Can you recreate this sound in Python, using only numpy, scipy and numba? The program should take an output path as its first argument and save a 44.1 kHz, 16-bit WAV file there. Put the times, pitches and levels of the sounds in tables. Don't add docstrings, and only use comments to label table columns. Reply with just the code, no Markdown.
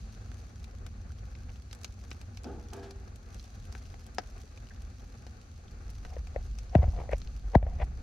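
import sys
import numpy as np
from scipy import signal
from scipy.fft import rfft, irfft, next_fast_len
from scipy.io import wavfile
from scipy.ndimage import uniform_filter1d, minimum_filter1d
from numba import njit

SR = 44100
rng = np.random.default_rng(int(sys.argv[2]) if len(sys.argv) > 2 else 0)


def pcm_store(signal):
    levels = np.round(np.clip(np.atleast_2d(signal), -1, 1) * 32767)
    wavfile.write(sys.argv[1], SR, levels.astype(np.int16).T)


N = 353682

# f/Hz, level/dB
SIDE_SPECTRUM = [(30, -37), (100, -16), (200, -16), (380, -8), (700, -1.5), (1300, 1.5), (2400, -1),
                 (4400, -3.5), (8000, 6.5), (15000, -12.5)]
# f/Hz, level/dB
RUMBLE_SPECTRUM = [(12, -57), (20, -29), (37, -4.5), (59, 0.5), (102, -5.5), (111, -9), (124, -14),
                   (162, -22), (219, -16.5), (260, -23.5), (340, -37.5), (570, -120)]
# f/Hz, level/dB
DRAUGHT_SPECTRUM = [(150, -36.5), (260, 0), (318, -7.5), (371, -0.5), (442, -7), (486, -2), (562, -8.5),
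                    (803, -6.5), (964, -18.5), (1110, -11.5), (1560, -12), (2040, -18.5), (2600, -19.5),
                    (3380, -54.5), (5720, -120)]

# f/Hz, level/dB
HISS_SPECTRUM = [(1530, -14.5), (2600, -0.5), (2980, -3.5), (3390, -4), (3710, -2), (4480, 2), (5370, -5.5),
                 (6150, 0), (8070, -13.5), (11500, -18), (14300, -27.5), (15800, -27.5)]
# f/Hz, level/dB
TICK_SPECTRUM = [(400, -31), (1200, 2.5), (2500, -4), (4500, -0.5), (6200, 3), (8000, -13.5), (11500, -11),
                 (15500, -23.5)]
# t/s, base level/dB
SIZZLE_ENVELOPE = [(0.0, -65), (0.67, -69), (3.3, -69), (3.43, -66.5), (4.9, -68.5), (7.29, -66.5),
                   (7.6, -69.5), (8.0, -68)]
# t/s, level/dB, f/Hz, T60/s
JUICE_BLIPS = [(0.732, -46, 520, 0.031), (1.101, -50, 1430, 0.022), (1.492, -49, 2720, .03),
               (4.347, -50, 790, 0.055), (4.436, -45, 420, 0.051), (4.706, -43.5, 1700, 0.073)]

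# t/s, level/dB, tub re level/dB, spit re level/dB, pocket f/Hz, left minus right/dB
LOUD_POPS = [(0.3156, -51, 1, -9, 2280, -6), (0.642, -43.5, -26, -11, 2610, 2.5),
             (0.8635, -43.5, -8, -8, 2150, 6.5), (1.351, -45.5, -10, -26, 2220, 1),
             (1.711, -43.5, -12, -18, 4050, -1), (1.728, -38, -16, -9, 4700, -1),
             (1.8324, -45.5, -13, -4, 5610, 4), (1.8443, -29.5, -18.5, -12.5, 6450, 2),
             (2.1135, -34, -10, -41, 2600, -0.5), (2.2132, -45.5, -9.5, -7, 4400, 2),
             (2.3713, -39, -18, -14, 2290, 0), (2.4423, -41.5, -8, -14, 4790, 2),
             (2.7329, -40, -7.5, -4.5, 5850, -1.5), (2.9078, -42.5, -9, -10, 4520, 3.5),
             (3.3435, -45.5, -24, -6, 6600, 0), (3.3949, -42.5, -25, -19, 4160, -2),
             (3.724, -43.5, -11, -8.5, 4800, 0), (3.7499, -44.5, 1, -14, 2270, 7),
             (3.94, -53.5, 8, -21, 2020, 2), (4.1828, -26, 1, -45, 4900, 2),
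             (4.574, -44.5, -16, -15, 2540, 0), (5.2654, -47.5, -1, -14, 4440, 4),
             (6.0488, -44, 1, -15, 2140, 1), (6.2695, -45.5, -7, -14, 2430, 3),
             (6.5853, -40.5, -22, -9.5, 5600, 6), (7.216, -42, -11, -40, 4100, 1.5),
             (7.2727, -45.5, -13, -29, 4240, -1)]
FAINT_POP_RANGES = [(-52, 1.2), (-13, 8), (-10.5, 12.5), (4500, 2200), (-0.5, 3.5)]
# f/Hz, level/dB
CRACK_SPECTRUM = [(500, -27), (1100, -3), (1800, -6), (2400, 1.5), (3400, -2), (4700, -1.5), (5900, 0),
                  (7000, -11), (8500, -24.5), (11000, -23), (15500, -42)]
# f/Hz, level/dB
SPIT_SPECTRUM = [(2000, -58), (4500, 0), (7500, 7.5), (11500, 0), (15500, -12)]
# f/Hz, bandwidth/Hz, level/dB
TUB_MODES = [(272, 130, 5.5), (460, 350, 3.5), (724, 59, 10), (1284, 190, -4), (1517, 50, 4.5)]

# t/s, level/dB, burn time/s, T60/s, tilt/(dB per octave), firebox re flame/dB
FAT_FLARES = [(2.449, -40.5, 0.033, 0.63, 1, -11.5), (2.726, -46.5, 0.014, 0.84, 3.5, -0.5),
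              (2.829, -54, 0.014, 0.22, 9.5, 3)]
# f/Hz, level/dB
FLAME_SPECTRUM = [(110, -32), (185, 0), (235, 6), (370, -2), (490, -6), (570, -13.5), (690, -11.5),
                  (850, -8), (1000, -28), (1150, -21.5), (1620, -23), (1900, -38), (3200, -41.5),
                  (7000, -51.5), (14000, -77)]
# f/Hz, bandwidth/Hz, level/dB
FIREBOX_MODES = [(393.2, 3.4, 6), (475, 3.3, 2), (675, 8.4, -2.5), (823, 8, -17), (1160, 7.2, -22),
                 (1640, 12, -13)]

# f/Hz, level/dB
GRIP_SPECTRUM = [(15, -11), (30, -4), (50, 7), (75, 1), (110, -13.5), (170, -19), (400, -41.5),
                 (1500, -100)]
# f/Hz, bandwidth/Hz, level/dB
SHELL_LOW_MODES = [(533, 120, 15.5), (708, 83, 19)]
SHELL_HIGH_MODES = [(950, 92, -6), (1480, 360, 8.5), (1890, 450, 6), (2380, 100, -18), (3350, 140, -7),
                    (5700, 1400, -10)]
# peak t/s, rise time/s, level/dB, scratch re level/dB
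FINGER_SLIDES = [(6.14, 0.041, -52, -16), (6.837, 0.047, -42.5, -23), (7.005, 0.05, -42, -22),
                 (7.131, 0.009, -30, -4), (7.685, 0.075, -49.5, -15), (7.821, 0.012, -33.5, -7)]
# t/s, thump level/dB, thump final f/Hz, ring level/dB, ring f/Hz
FINGER_KNOCKS = [(6.166, -35, 51, -35.5, 512), (6.361, -32, 52.3, -23.5, 550), (6.385, -32, 52, -57, 550),
                 (6.752, -7, 80, -6.5, 640), (6.787, -10, 70, -33, 508), (6.829, -22.5, 86, -31.5, 540),
                 (6.840, -38, 81, -28, 680), (6.879, -17, 62, -43, 595), (7.092, -50, 70, -30.5, 567),
                 (7.1318, -26.5, 54, -20, 562), (7.55, -39, 60, -15, 910), (7.553, 0, 56.7, -1, 678),
                 (7.627, -21, 70, -28, 610), (7.666, -27, 56, -32, 600), (7.801, -31, 60.5, -31, 610),
                 (7.815, -32, 55.5, -33, 780), (7.828, -23, 55, -33, 780)]


def undb(db):
    return 10 ** (np.asarray(db) / 20)


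def unit(x):
    return x / np.sqrt(np.mean(x ** 2))


def burst_unit(x):
    return x / np.sqrt(np.mean(np.sum(x ** 2, axis=-1)) / (SR / 1000))


def curve(rows):
    return np.interp(np.arange(N) / SR, *np.transpose(rows))


def fade(t, t60):
    return np.exp(-np.log(1000) * t / t60)


def colour(x, spectrum, tilt_db=0):
    size = 2 * next_fast_len(x.shape[-1] // 2 + 2048)
    hz = np.arange(size // 2 + 1) * SR / size
    table_hz, table_db = np.transpose(spectrum)
    db = np.interp(np.log(hz + 1), np.log(table_hz), table_db)
    octaves = np.log2(np.clip(hz, 100, 4000) / 500)
    cepstrum = irfft(np.log(undb(db + tilt_db * octaves)))
    cepstrum[1:size // 2] *= 2
    cepstrum[size // 2 + 1:] = 0
    return irfft(rfft(x, size) * np.exp(rfft(cepstrum)))[..., :x.shape[-1]]


def ring(x, modes):
    return sum(undb(db) * signal.lfilter(*signal.iirpeak(hz, hz / width, fs=SR), x)
               for hz, width, db in modes)


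def wander(per_s):
    hold = int(SR / per_s)
    steps = np.repeat(rng.standard_normal(N // hold + 1), hold)
    return unit(uniform_filter1d(uniform_filter1d(steps, hold), hold)[:N])


def pan(db):
    return undb(np.array([[1], [-1]]) * db / 2)


def mic_noise(size, apart):
    return unit(rng.standard_normal(size) + apart * rng.standard_normal((2, size)))


def wide_noise(spectrum):
    mid, side = rng.standard_normal((2, N))
    side = colour(side, SIDE_SPECTRUM)
    return unit(colour(np.array([mid + side, mid - side]), spectrum))


def add(out, s, sound):
    i = int(np.clip(s * SR, 0, N))
    out[:, i:i + sound.shape[-1]] += sound[..., :N - i]


def fire(rumble_db=-43.4, drift_db_per_s=-0.5, draught_db=-61):
    t = np.arange(N) / SR
    rumble = wide_noise(RUMBLE_SPECTRUM) * undb(rumble_db + drift_db_per_s * t + 1.26 * wander(14))
    draught = wide_noise(DRAUGHT_SPECTRUM) * undb(draught_db + 0.87 * wander(12) + 2.17 * wander(70))
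    return rumble + draught * pan(3.3)


def sizzle(base_per_s=260, spread_db=6.0, cap_db=17, tick_t60=0.016, tick_db=-1, hiss_db=1.5, spots=8):
    t = np.arange(1024) / SR
    chance, size, side = rng.random((3, N))
    size_db = np.minimum(-spread_db * np.log(size + 1e-9), cap_db)
    bursting = chance < base_per_s / SR * undb(3 * wander(5) + 4 * wander(30))
    impulses = bursting * undb(size_db) * np.sqrt([side, 1 - side])
    spot = rng.integers(0, spots, N)
    ticks = np.zeros((2, N))
    for k in range(spots):
        scatter = mic_noise(len(t), 0.51) * fade(t, tick_t60)
        ticks += signal.oaconvolve(impulses * (spot == k), scatter, axes=1)[:, :N]
    ticks = unit(colour(ticks, TICK_SPECTRUM))
    hiss = wide_noise(HISS_SPECTRUM) * undb(0.24 * wander(29))
    return (undb(hiss_db) * hiss + undb(tick_db) * ticks) * undb(curve(SIZZLE_ENVELOPE))


def blips(rise_s=0.0013, relative_bandwidth=0.24):
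    out, t = np.zeros((2, N)), np.arange(6000) / SR
    for s, db, hz, t60 in JUICE_BLIPS:
        bubble = [(hz, hz * relative_bandwidth, 0)]
        push = mic_noise(len(t), 1.0) * (1 - np.exp(-t / rise_s)) * fade(t, t60)
        add(out, s, undb(db) * burst_unit(ring(ring(push, bubble), bubble)))
    return out


def faint_pops(per_s=6.5):
    chance = rng.random((int(per_s * N / SR), 6))
    mean, half_range = np.transpose(FAINT_POP_RANGES)
    times = chance[:, 0] * N / SR
    return list(np.column_stack([times, mean + half_range * (2 * chance[:, 1:] - 1)]))


def snap(t, rise_s, t60, scatter_db, scatter_t60):
    direct = mic_noise(len(t), 0.56) * fade(t, t60)
    scatter = mic_noise(len(t), 3.1) * undb(scatter_db) * fade(t, scatter_t60)
    return (direct + scatter) * (1 - np.exp(-t / rise_s))


def pops(crack_trim_db=-1, tub_trim_db=6, spit_trim_db=1, crack_lag_s=0.0005, tub_lag_s=0.00068):
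    out, t = np.zeros((2, N)), np.arange(6000) / SR
    lowpass = signal.butter(3, 2100, fs=SR, output="sos")
    for s, db, tub_db, spit_db, pocket_hz, side_db in LOUD_POPS + faint_pops():
        push = snap(t, rise_s=0.00083, t60=0.0071, scatter_db=-14.5, scatter_t60=0.045)
        pocket = ring(push, [(pocket_hz, 600, 2)])
        crack = undb(crack_trim_db) * burst_unit(colour(push + pocket, CRACK_SPECTRUM))
        spit = undb(spit_db + spit_trim_db) * burst_unit(colour(push, SPIT_SPECTRUM))
        tub_push = snap(t, rise_s=0.0005, t60=0.0098, scatter_db=-22.0, scatter_t60=0.097)
        tub = burst_unit(signal.sosfilt(lowpass, ring(tub_push, TUB_MODES)))
        add(out, s + crack_lag_s, (crack + spit) * undb(db) * pan(side_db))
        add(out, s + tub_lag_s, tub * undb(db + tub_db + tub_trim_db) * pan(side_db))
    return out


def flares(rise_s=0.0013):
    out, t = np.zeros((2, N)), np.arange(SR) / SR
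    for s, db, burn_s, t60, tilt_db, firebox_db in FAT_FLARES:
        gas = mic_noise(len(t), 0.36)
        burn = (1 - np.exp(-t / rise_s)) * fade(np.maximum(t - burn_s, 0), t60)
        flame = unit(colour(gas, FLAME_SPECTRUM, tilt_db)) * burn
        firebox = unit(ring(gas * burn ** 2, FIREBOX_MODES)) * flame.std()
        add(out, s, undb(db) * (flame + undb(firebox_db) * firebox))
    return out


def grip(start_s=5.53, rise_s=0.48, shift_db=-40, shake_db=-27, shake_db_per_db=0.51, shake_t60=2.05):
    t = np.arange(N) / SR
    power = (undb(shift_db) * np.clip((t - start_s) / rise_s, 0, 1)) ** 2
    for s, thump_db, *_ in FINGER_KNOCKS:
        shake = (t > s) * undb(shake_db + shake_db_per_db * thump_db) * fade(np.abs(t - s), shake_t60)
        power += shake ** 2
    return wide_noise(GRIP_SPECTRUM) * np.sqrt(power)


def stroke(s, db, rise_s, fall_s):
    t = np.arange(N) / SR
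    return undb(db) * np.exp(-np.maximum((s - t) / rise_s, (t - s) / fall_s).clip(0, 20))


def rubs(slips_per_s=450, slip_spread_db=3, skid_db=-26.5, skid_db_per_db=0.75, skid_scratch_db=-19.5):
    strokes = []
    for s, _, _, ring_db, _ in FINGER_KNOCKS:
        skid = stroke(s, skid_db + skid_db_per_db * ring_db, rise_s=0.0076, fall_s=0.015)
        strokes.append((skid, skid_scratch_db))
    for s, rise_s, db, scratch_db in FINGER_SLIDES:
        strokes.append((stroke(s, db, rise_s, fall_s=0.6 * rise_s), scratch_db))
    pressure = np.sqrt(sum(push ** 2 for push, _ in strokes))
    scratch = np.sqrt(sum((push * undb(db)) ** 2 for push, db in strokes))
    slips = mic_noise(N, 0.66) * undb(slip_spread_db * wander(slips_per_s))
    low = unit(ring(ring(slips, SHELL_LOW_MODES), [(645, 1060, 0)]))
    high = unit(ring(ring(slips, SHELL_HIGH_MODES), [(1880, 1000, 0)]))
    high = signal.sosfilt(signal.butter(2, 5500, fs=SR, output="sos"), high)
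    return (pressure * low + scratch * high) * pan(3.3)


def knocks(soft_bend_hz=45, hard_ring_db=-20.5, bend_hz_per_db=40.5, glide_s=0.00413,
           swell_s=0.0056, touch_s=0.0013, tick_db=-14, side_db=6.5):
    out, t = np.zeros((2, N)), np.arange(SR // 3) / SR
    for s, thump_db, final_hz, ring_db, ring_hz in FINGER_KNOCKS:
        bend_hz = soft_bend_hz + bend_hz_per_db * max(ring_db - hard_ring_db, 0)
        hz = final_hz + bend_hz * np.exp(-t / glide_s)
        phase = 2 * np.pi * np.cumsum(hz) / SR
        thump = np.sin(phase) * (1 - np.exp(-t / swell_s)) ** 2 * fade(t, t60=0.082)
        shell = np.sin(2 * np.pi * ring_hz * t) * (1 - np.exp(-t / touch_s)) ** 2 * fade(t, t60=0.015)
        contact = mic_noise(len(t), 1.0) * fade(t, t60=0.0094)
        tick = burst_unit(ring(ring(contact, SHELL_HIGH_MODES), [(1930, 870, 0)]))
        thump = thump / np.abs(thump).max() * pan(side_db * (1 - final_hz / hz) ** 2)
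        upper = undb(ring_db) * (shell / np.abs(shell).max() + undb(tick_db) * tick)
        add(out, s, undb(thump_db) * thump + upper * pan(side_db))
    return out


def scene():
    return fire() + sizzle() + pops() + blips() + flares() + knocks() + rubs() + grip()


@njit
def peak_follower(x, keep):
    envelope, held = np.empty(len(x)), 0.
    for i in range(len(x)):
        held = max(x[i], held * keep)
        envelope[i] = held
    return envelope


def record(dry, ceiling_db=-6, release_s=0.13, cutoff_hz=15800):
    peak = peak_follower(np.abs(dry).max(axis=0), np.exp(-1 / (release_s * SR)))
    gain = np.minimum(1, undb(ceiling_db) / (peak + 1e-9))
    gain = uniform_filter1d(minimum_filter1d(gain, size=65), size=65)
    return signal.sosfilt(signal.ellip(10, .1, 80, cutoff_hz, fs=SR, output="sos"), dry * gain)


dry = scene()
out = record(dry)
pcm_store(out)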